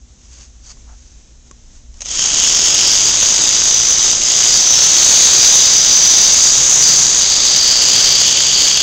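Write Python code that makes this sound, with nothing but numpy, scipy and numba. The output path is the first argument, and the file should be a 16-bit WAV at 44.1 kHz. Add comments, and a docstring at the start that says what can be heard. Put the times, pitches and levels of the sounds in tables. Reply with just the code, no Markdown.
"""First come soft rubs and plastic clicks: a hand picks at a two-head rotary shaver lying on bedding.
The switch snaps and the motor slowly runs up, humming. Its geared cutters scrape and rattle in their
steel caps, which makes the caps and the plastic head ring. The ring changes as the hand turns the
shaver. Behind it are a quiet room and the thuds and rumble of a hand holding a small camera close by.
The microphone loses the highest treble and overloads a little."""
import sys
import numpy as np
from scipy import signal
from scipy.fft import rfft, irfft, next_fast_len
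from scipy.io import wavfile
from numba import njit

SR = 44100
rng = np.random.default_rng(int(sys.argv[2]) if len(sys.argv) > 2 else 0)


def master(y):
    """Save y as 16-bit WAV."""
    cut = np.clip(np.atleast_2d(y).T, -1, 1)
    pcm = np.round(cut * 32767)  # scale
    wavfile.write(sys.argv[1], SR, pcm.astype(np.int16))


N = 388962
TIME = np.arange(N) / SR

# where a cutter catches on its way round: (place/turns, width/turns, strength)
CATCHES = [(.1, 0.034, 1.4), (.31, 0.065, 0.47), (.56, .06, .8), (.94, 0.16, 0.53)]
# tone colour of the broad scrape: (f/Hz, level/dB)
SCRAPE_COLOUR = [(40, -0.5), (120, 1), (300, 0.5), (1500, 0.5), (2400, 1.5), (4000, 4.5), (5300, 4.5),
                 (6500, 7), (7500, 6), (8400, -2), (9500, -5.5)]
# how the steel caps ring, one list per cap: (f/Hz, width/Hz, level/dB)
CAP_MODES = [
    [(6092, 625, 1)],
    [(6573, 980, 1.5), (7210, 330, -18.5)],
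]
# how much louder the lower-pitched cap is than the other: (t/s, level/dB)
CAP_BALANCE = [(2.8, -5.5), (4, 4.5), (4.48, -4), (4.68, 8.5), (5.2, -2.5), (6, 8), (6.55, -2), (6.85, -1),
               (7.2, -4), (8.1, 2), (8.6, -3.5)]
# how housing, hair chamber, head frame and cap holder ring: (f/Hz, width/Hz, level/dB, share of bend)
HEAD_MODES = [(3188, 960, 0.5, 0), (3730, 910, -1, 0), (4782, 680, 1.5, 0.8), (5420, 960, -0.5, 0.26)]
# fingers around the head bend the pitch of its ring: (t/s, pitch factor)
BEND = [(2, 0.98), (4.2, 1.037), (4.55, 1.005), (5, 0.92), (5.5, 1.025), (6.2, 1), (7.7, 0.98), (8.8, 0.97)]
# how strongly hair chamber, head frame and cap holder ring over time: (t/s, level/dB)
CHAMBER_LEVEL = [(2.9, -35), (3.2, -24), (3.5, -24.5), (4.2, -24.5), (4.55, -21.5), (5.7, -21),
                 (6.9, -27.5), (7.25, -18.5), (7.75, -29), (8.8, -32)]
FRAME_LEVEL = [(2.4, -25.5), (2.95, -19), (3.2, -24), (4.25, -19.5), (4.55, -17.5), (4.72, -26.5),
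               (5.15, -22), (5.65, -17), (6.05, -19.5), (6.4, -17.5), (7.7, -15.5), (8.05, -17.5),
               (8.8, -15.5)]
HOLDER_LEVEL = [(2.2, -19.5), (2.85, -15.5), (3.2, -24), (4.1, -26), (4.4, -19), (4.8, -17), (5.3, -26),
                (6, -22.5), (8.8, -23.5)]
# turning the shaver trades the bright caps (0) for the lower ring of the housing (1): (t/s, facing)
FACING = [(2.3, .9), (2.48, 0.71), (2.75, 1), (3.35, 0.36), (4, 0.3), (4.25, 0.65), (5.4, 0.098),
          (5.75, 0.33), (6.45, 0.17), (6.95, 0), (7.4, .45), (8.1, 0.88), (8.35, 1)]
# the head gets louder and softer as it moves nearer and farther: (t/s, level/dB)
NEARNESS = [(2.48, 1), (2.62, -0.5), (3.4, -0.4), (3.8, -2), (4.1, 0.3), (4.15, -4), (4.45, .5),
            (4.62, -0.5), (5.1, 3), (5.5, 3.5), (5.8, 0.2), (6.2, 2), (6.53, 0.5), (6.88, 2), (7.1, 0),
            (7.35, -1), (8.05, 1.5), (8.4, -1.4)]
# the cutters run freer or tighter: (t/s, speed factor)
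FREENESS = [(2.4, .99), (4, 1.005), (4.5, 1.011), (5, 1.044), (6, 1.017), (6.5, 1.025), (7, .997),
            (8, 1.002), (8.82, 1.047)]
# hum of the commutator, the motor's turning contact: (multiple of the shaft speed, level/dB)
HUM_TONES = [(3, -43.5), (4, -44.5), (6, -46)]
# shake of the unbalanced shaft, as the grip passes it on: (t/s, level/dB)
IMBALANCE = [(2.7, -54), (3, -37), (3.4, -44.5), (5, -48), (6, -44), (6.9, -35), (7.6, -50), (8.5, -35.5),
             (8.82, -44)]
# fingers and cloth rubbing: (t/s, length/s, level/dB, share of dull rub, share of squeak)
RUBS = [(0.26, 0.15, -48.5, 0.04, 0), (.335, 0.056, -46, 0, .1), (0.41, 0.11, -40, 0.07, .1),
        (0.687, 0.1, -40.5, 0.06, 0.2), (0.711, 0.027, -39, 0.13, 0.4), (0.908, 0.078, -49, 0.7, 0),
        (1.045, 0.3, -50, 0.04, 0.05), (1.477, 0.046, -50, .1, 0), (1.757, 0.061, -47, 0.1, 0),
        (1.984, 0.075, -46, 0.1, 0)]
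# clicks of the grip and the slide switch: (t/s, level/dB, decay/s, added shell ring/dB)
CLICKS = [(.77, -49, .001, 0), (1.275, -45, .001, -15), (1.512, -27, 0.0015, -10), (1.9416, -39, .003, -20),
          (1.972, -43, .002, -19), (2.0065, -24.5, 0.009, -19), (2.018, -21, 0.0082, -26),
          (2.058, -20, 0.0045, -23)]
# tone colours of a rub and of a click: (f/Hz, level/dB)
RUB_COLOUR = [(150, -17), (700, -18), (2500, -10), (4000, -9.5), (5000, -5.5), (6500, 3.5), (7500, -7),
              (9000, -19)]
CLICK_COLOUR = [(100, -19), (350, -25), (600, -7), (1600, -17), (2500, -6.5), (4500, -11), (6500, 7),
                (7500, -8), (9000, -16)]
# soft bumps and steady rumble of the hand on the camera: (t/s, level/dB)
BUMPS = [(1.515, -41), (1.84, -50), (4.2, -30), (5.39, -25)]
RUMBLE_LEVEL = [(.3, -57), (.8, -44.5), (1.35, -47), (2, -36.5), (3, -43)]
# tone colour of the room and microphone hiss: (f/Hz, level/dB)
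HISS_COLOUR = [(60, -7), (100, -5.5), (125, -1.5), (150, -16), (185, -8.5), (300, -14), (470, -19),
               (1200, -26.5), (2300, -26.5), (3800, -23), (4600, -24.5), (6300, -13.5), (7450, -18.5),
               (9000, -41)]
# the room's low drone: (t/s, level/dB)
DRONE_LEVEL = [(1.15, -42.5), (1.5, -51), (1.8, -41), (3, -46.5)]
# faint steady tones early on: (start t/s, end t/s, f/Hz, level/dB)
FAINT_TONES = [(-.1, 2.4, 240, -60), (.93, 1.65, 3885, -68.5), (1.1, 1.6, 2449, -72)]

ON_S = 2.03  # the motor starts
GEAR_RATIO = 2.185  # motor turns for one turn of the cutters


def shaver(build_s=0.25):
    """The motor hums and drives the cutters through gears; the sound builds up after switching on."""
    speed = motor_speed()
    turns = np.cumsum(speed) / SR
    force = cutter_force(turns / GEAR_RATIO)
    head = undb(curve(NEARNESS)) * ringing_head(force)
    swell = 1 - np.exp(-np.maximum(TIME - ON_S, 0) / build_s)
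    return swell * (head + motor_hum(turns, speed))


def cutter_force(turns, sliding=1.0, uneven_db=4.0, grit_db=2.5, drift_db=0.27):
    """Blades push on the caps: steady sliding, catches that come back each turn, and fine grit."""
    place = turns + 0.014 * wander(90)
    catches = 0
    for at, width, strength in CATCHES:
        distance = (place - at + .5) % 1 - .5
        catches += strength * np.exp(-(distance / width) ** 2)
    # the cutters sit on springs, so tanh limits how big a catch or a grain can get
    force = sliding + catches * undb(uneven_db * np.tanh(wander(210)))
    return unit(force * undb(grit_db * np.tanh(wander(1500)) + drift_db * wander(35)))


def ringing_head(force, scrape_db=-18, waver_db=1.23, waver_rate=9):
    """Scraping makes the steel caps and plastic parts ring; each wavers in the unsteady hand."""
    facing, balance_db, bend = curve(FACING), curve(CAP_BALANCE), curve(BEND)
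    caps_db, housing_db = -13.5 - 4.5 * facing, -33.5 + 14 * facing
    head = undb(scrape_db) * colour(force * noise(), SCRAPE_COLOUR)
    for modes, cap_db in zip(CAP_MODES, (caps_db + balance_db / 2, caps_db - balance_db / 2)):
        cap = sum(undb(db) * ring(force * noise(), hz, width) for hz, width, db in modes)
        head += undb(cap_db + waver_db * wander(waver_rate)) * cap
    frame_db = curve(FRAME_LEVEL) + finger_muffle()
    parts_db = (housing_db, curve(CHAMBER_LEVEL), frame_db, curve(HOLDER_LEVEL))
    for (hz, width, db, share), part_db in zip(HEAD_MODES, parts_db):
        gain = undb(db + part_db + waver_db * wander(waver_rate))
        head += gain * ring(force * noise(), hz * bend ** share, width)
    return head


def finger_muffle(on_s=6.52, off_s=6.83, press_s=0.19, lift_s=0.012, depth_db=-12):
    """Drop in the frame's ring, in dB, as a finger settles on it slowly and lets go at once."""
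    pressure = np.minimum((TIME - on_s) / press_s, (off_s - TIME) / lift_s)
    return depth_db * np.clip(pressure, 0, 1)


def motor_speed(start_hz=30, full_hz=144, halfway_s=.41):
    """Turns per second: the motor speeds up, then slowly levels off; friction makes it waver."""
    running_s = np.maximum(TIME - ON_S, 0)
    run_up = full_hz - (full_hz - start_hz) * halfway_s / (halfway_s + running_s)
    return run_up * curve(FREENESS) * (1 + 0.00502 * wander(9))


def motor_hum(turns, speed):
    """The commutator hums louder with speed, and the unbalanced shaft shakes once per turn."""
    hum = sum(undb(db + 2 * wander(1.9)) * np.sin(2 * np.pi * k * turns) for k, db in HUM_TONES)
    shake = undb(curve(IMBALANCE)) * np.sin(2 * np.pi * turns)
    return hum * speed / speed.max() + shake


def rubs(grain_db=2):
    """Skin and cloth slide in grainy swells: hissing, dull or slightly squeaky."""
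    grains = noise() * undb(grain_db * wander(500))
    bright = colour(grains, RUB_COLOUR)
    dull, squeak = ring(grains, hz=930, width=1260), ring(grains, hz=4650, width=800)
    out = np.zeros(N)
    for s, length, db, dullness, squeakiness in RUBS:
        rub = (1 - dullness) * bright + dullness * dull + squeakiness * squeak
        out += undb(db) * hump(s, length) * rub
    return out


def clicks(shell_hz=1090, shell_decay_s=.005):
    """Plastic snaps with a short crack, and the hollow shell rings briefly."""
    out, crack = np.zeros(N), colour(noise(), CLICK_COLOUR)
    age = np.arange(SR // 10) / SR
    shell = np.sin(2 * np.pi * shell_hz * age) * np.exp(-age / shell_decay_s)
    for s, db, decay, ring_db in CLICKS:
        span = int(s * SR) + np.arange(len(age))
        out[span] += undb(db) * (crack[span] * np.exp(-age / decay) + undb(ring_db) * shell)
    return out


def bumps(thud_hz=190, length_s=0.014):
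    """The hand knocks the camera, whose body carries the dull thuds."""
    thud = ring(noise(), thud_hz, width=220)
    return thud * sum(undb(db) * hump(s, length_s) for s, db in BUMPS)


def background(hiss_db=-49.5, fade_s=.1):
    """Room hiss, a low drone, the rumble of the hand and a few faint tones."""
    hiss = undb(hiss_db + wander(10)) * colour(noise(), HISS_COLOUR)
    drone = undb(curve(DRONE_LEVEL)) * ring(noise(), hz=56.2, width=18.4)
    rumble = undb(curve(RUMBLE_LEVEL)) * ring(noise(), hz=26.5, width=18.6)
    tones = np.zeros(N)
    for start, end, hz, db in FAINT_TONES:
        fade = np.clip(np.minimum(TIME - start, end - TIME) / fade_s, 0, 1)
        tones += undb(db + 1.5 * wander(8.5)) * fade * np.sin(2 * np.pi * hz * TIME)
    return hiss + drone + rumble + tones


def undb(db):
    """Turn decibels into a factor to multiply by."""
    return 10 ** (np.asarray(db) / 20)


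def unit(x):
    """Scale to an average size (rms) of 1."""
    return x / np.sqrt(np.mean(x ** 2))


def curve(table):
    """Join (t/s, value) points with straight lines."""
    return np.interp(TIME, *np.transpose(table))


def hump(peak_s, length_s):
    """A smooth rise and fall, shaped like a bell."""
    return np.exp(-(2 * (TIME - peak_s) / length_s) ** 2)


def noise():
    """White noise: an even hiss."""
    return rng.standard_normal(N)


def wander(rate):
    """Glide to a new random value rate times a second; rms 1."""
    return unit(np.interp(TIME * rate, np.arange(N), noise()))


def colour(x, points):
    """Shape the lows and highs of x along (f/Hz, level/dB) points; rms 1."""
    hz, db = np.transpose(points)
    size = next_fast_len(N + 4096)
    bin_hz = np.maximum(np.arange(size // 2 + 1) * SR / size, 1)
    gain = undb(np.interp(np.log(bin_hz), np.log(hz), db))
    return unit(irfft(rfft(x, size) * gain, size)[:N])


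@njit
def band_pass(x, hz, width):
    """Keep the sound near a pitch that may move (a state-variable filter)."""
    y, band_state, low_state = np.empty(len(x)), 0., 0.
    for i in range(len(x)):
        tuning, damping = np.tan(np.pi * hz[i] / SR), width / hz[i]
        band = (band_state + tuning * (x[i] - low_state)) / (1 + tuning * (tuning + damping))
        band_state = 2 * band - band_state
        low_state += 2 * tuning * band
        y[i] = damping * band
    return y


def ring(x, hz, width):
    """Make x ring near hz with two filters in a row, each width Hz wide; rms 1."""
    centre = hz * np.ones(N)
    once = band_pass(x, centre, float(width))
    return unit(band_pass(once, centre, float(width)))


def scene():
    """Everything is close to one microphone; the bedding leaves no echo."""
    return (shaver() + rubs() + clicks() + bumps() + background())[None]


def record(dry, input_limit=0.96, mic_hz=8306, second_limit=0.69, treble_hz=14500, top_hz=15700):
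    """The microphone flattens loud peaks, cuts the high treble, then flattens and filters again."""
    overloaded = np.clip(dry, -input_limit, input_limit)
    narrow = signal.sosfilt(signal.butter(20, mic_hz, fs=SR, output="sos"), overloaded)
    clipped = np.clip(narrow, -second_limit, second_limit)
    soft = signal.sosfilt(signal.butter(1, treble_hz, fs=SR, output="sos"), clipped)
    return signal.sosfilt(signal.ellip(10, .1, 80, top_hz, fs=SR, output="sos"), soft)


dry = scene()
out = record(dry)
master(out)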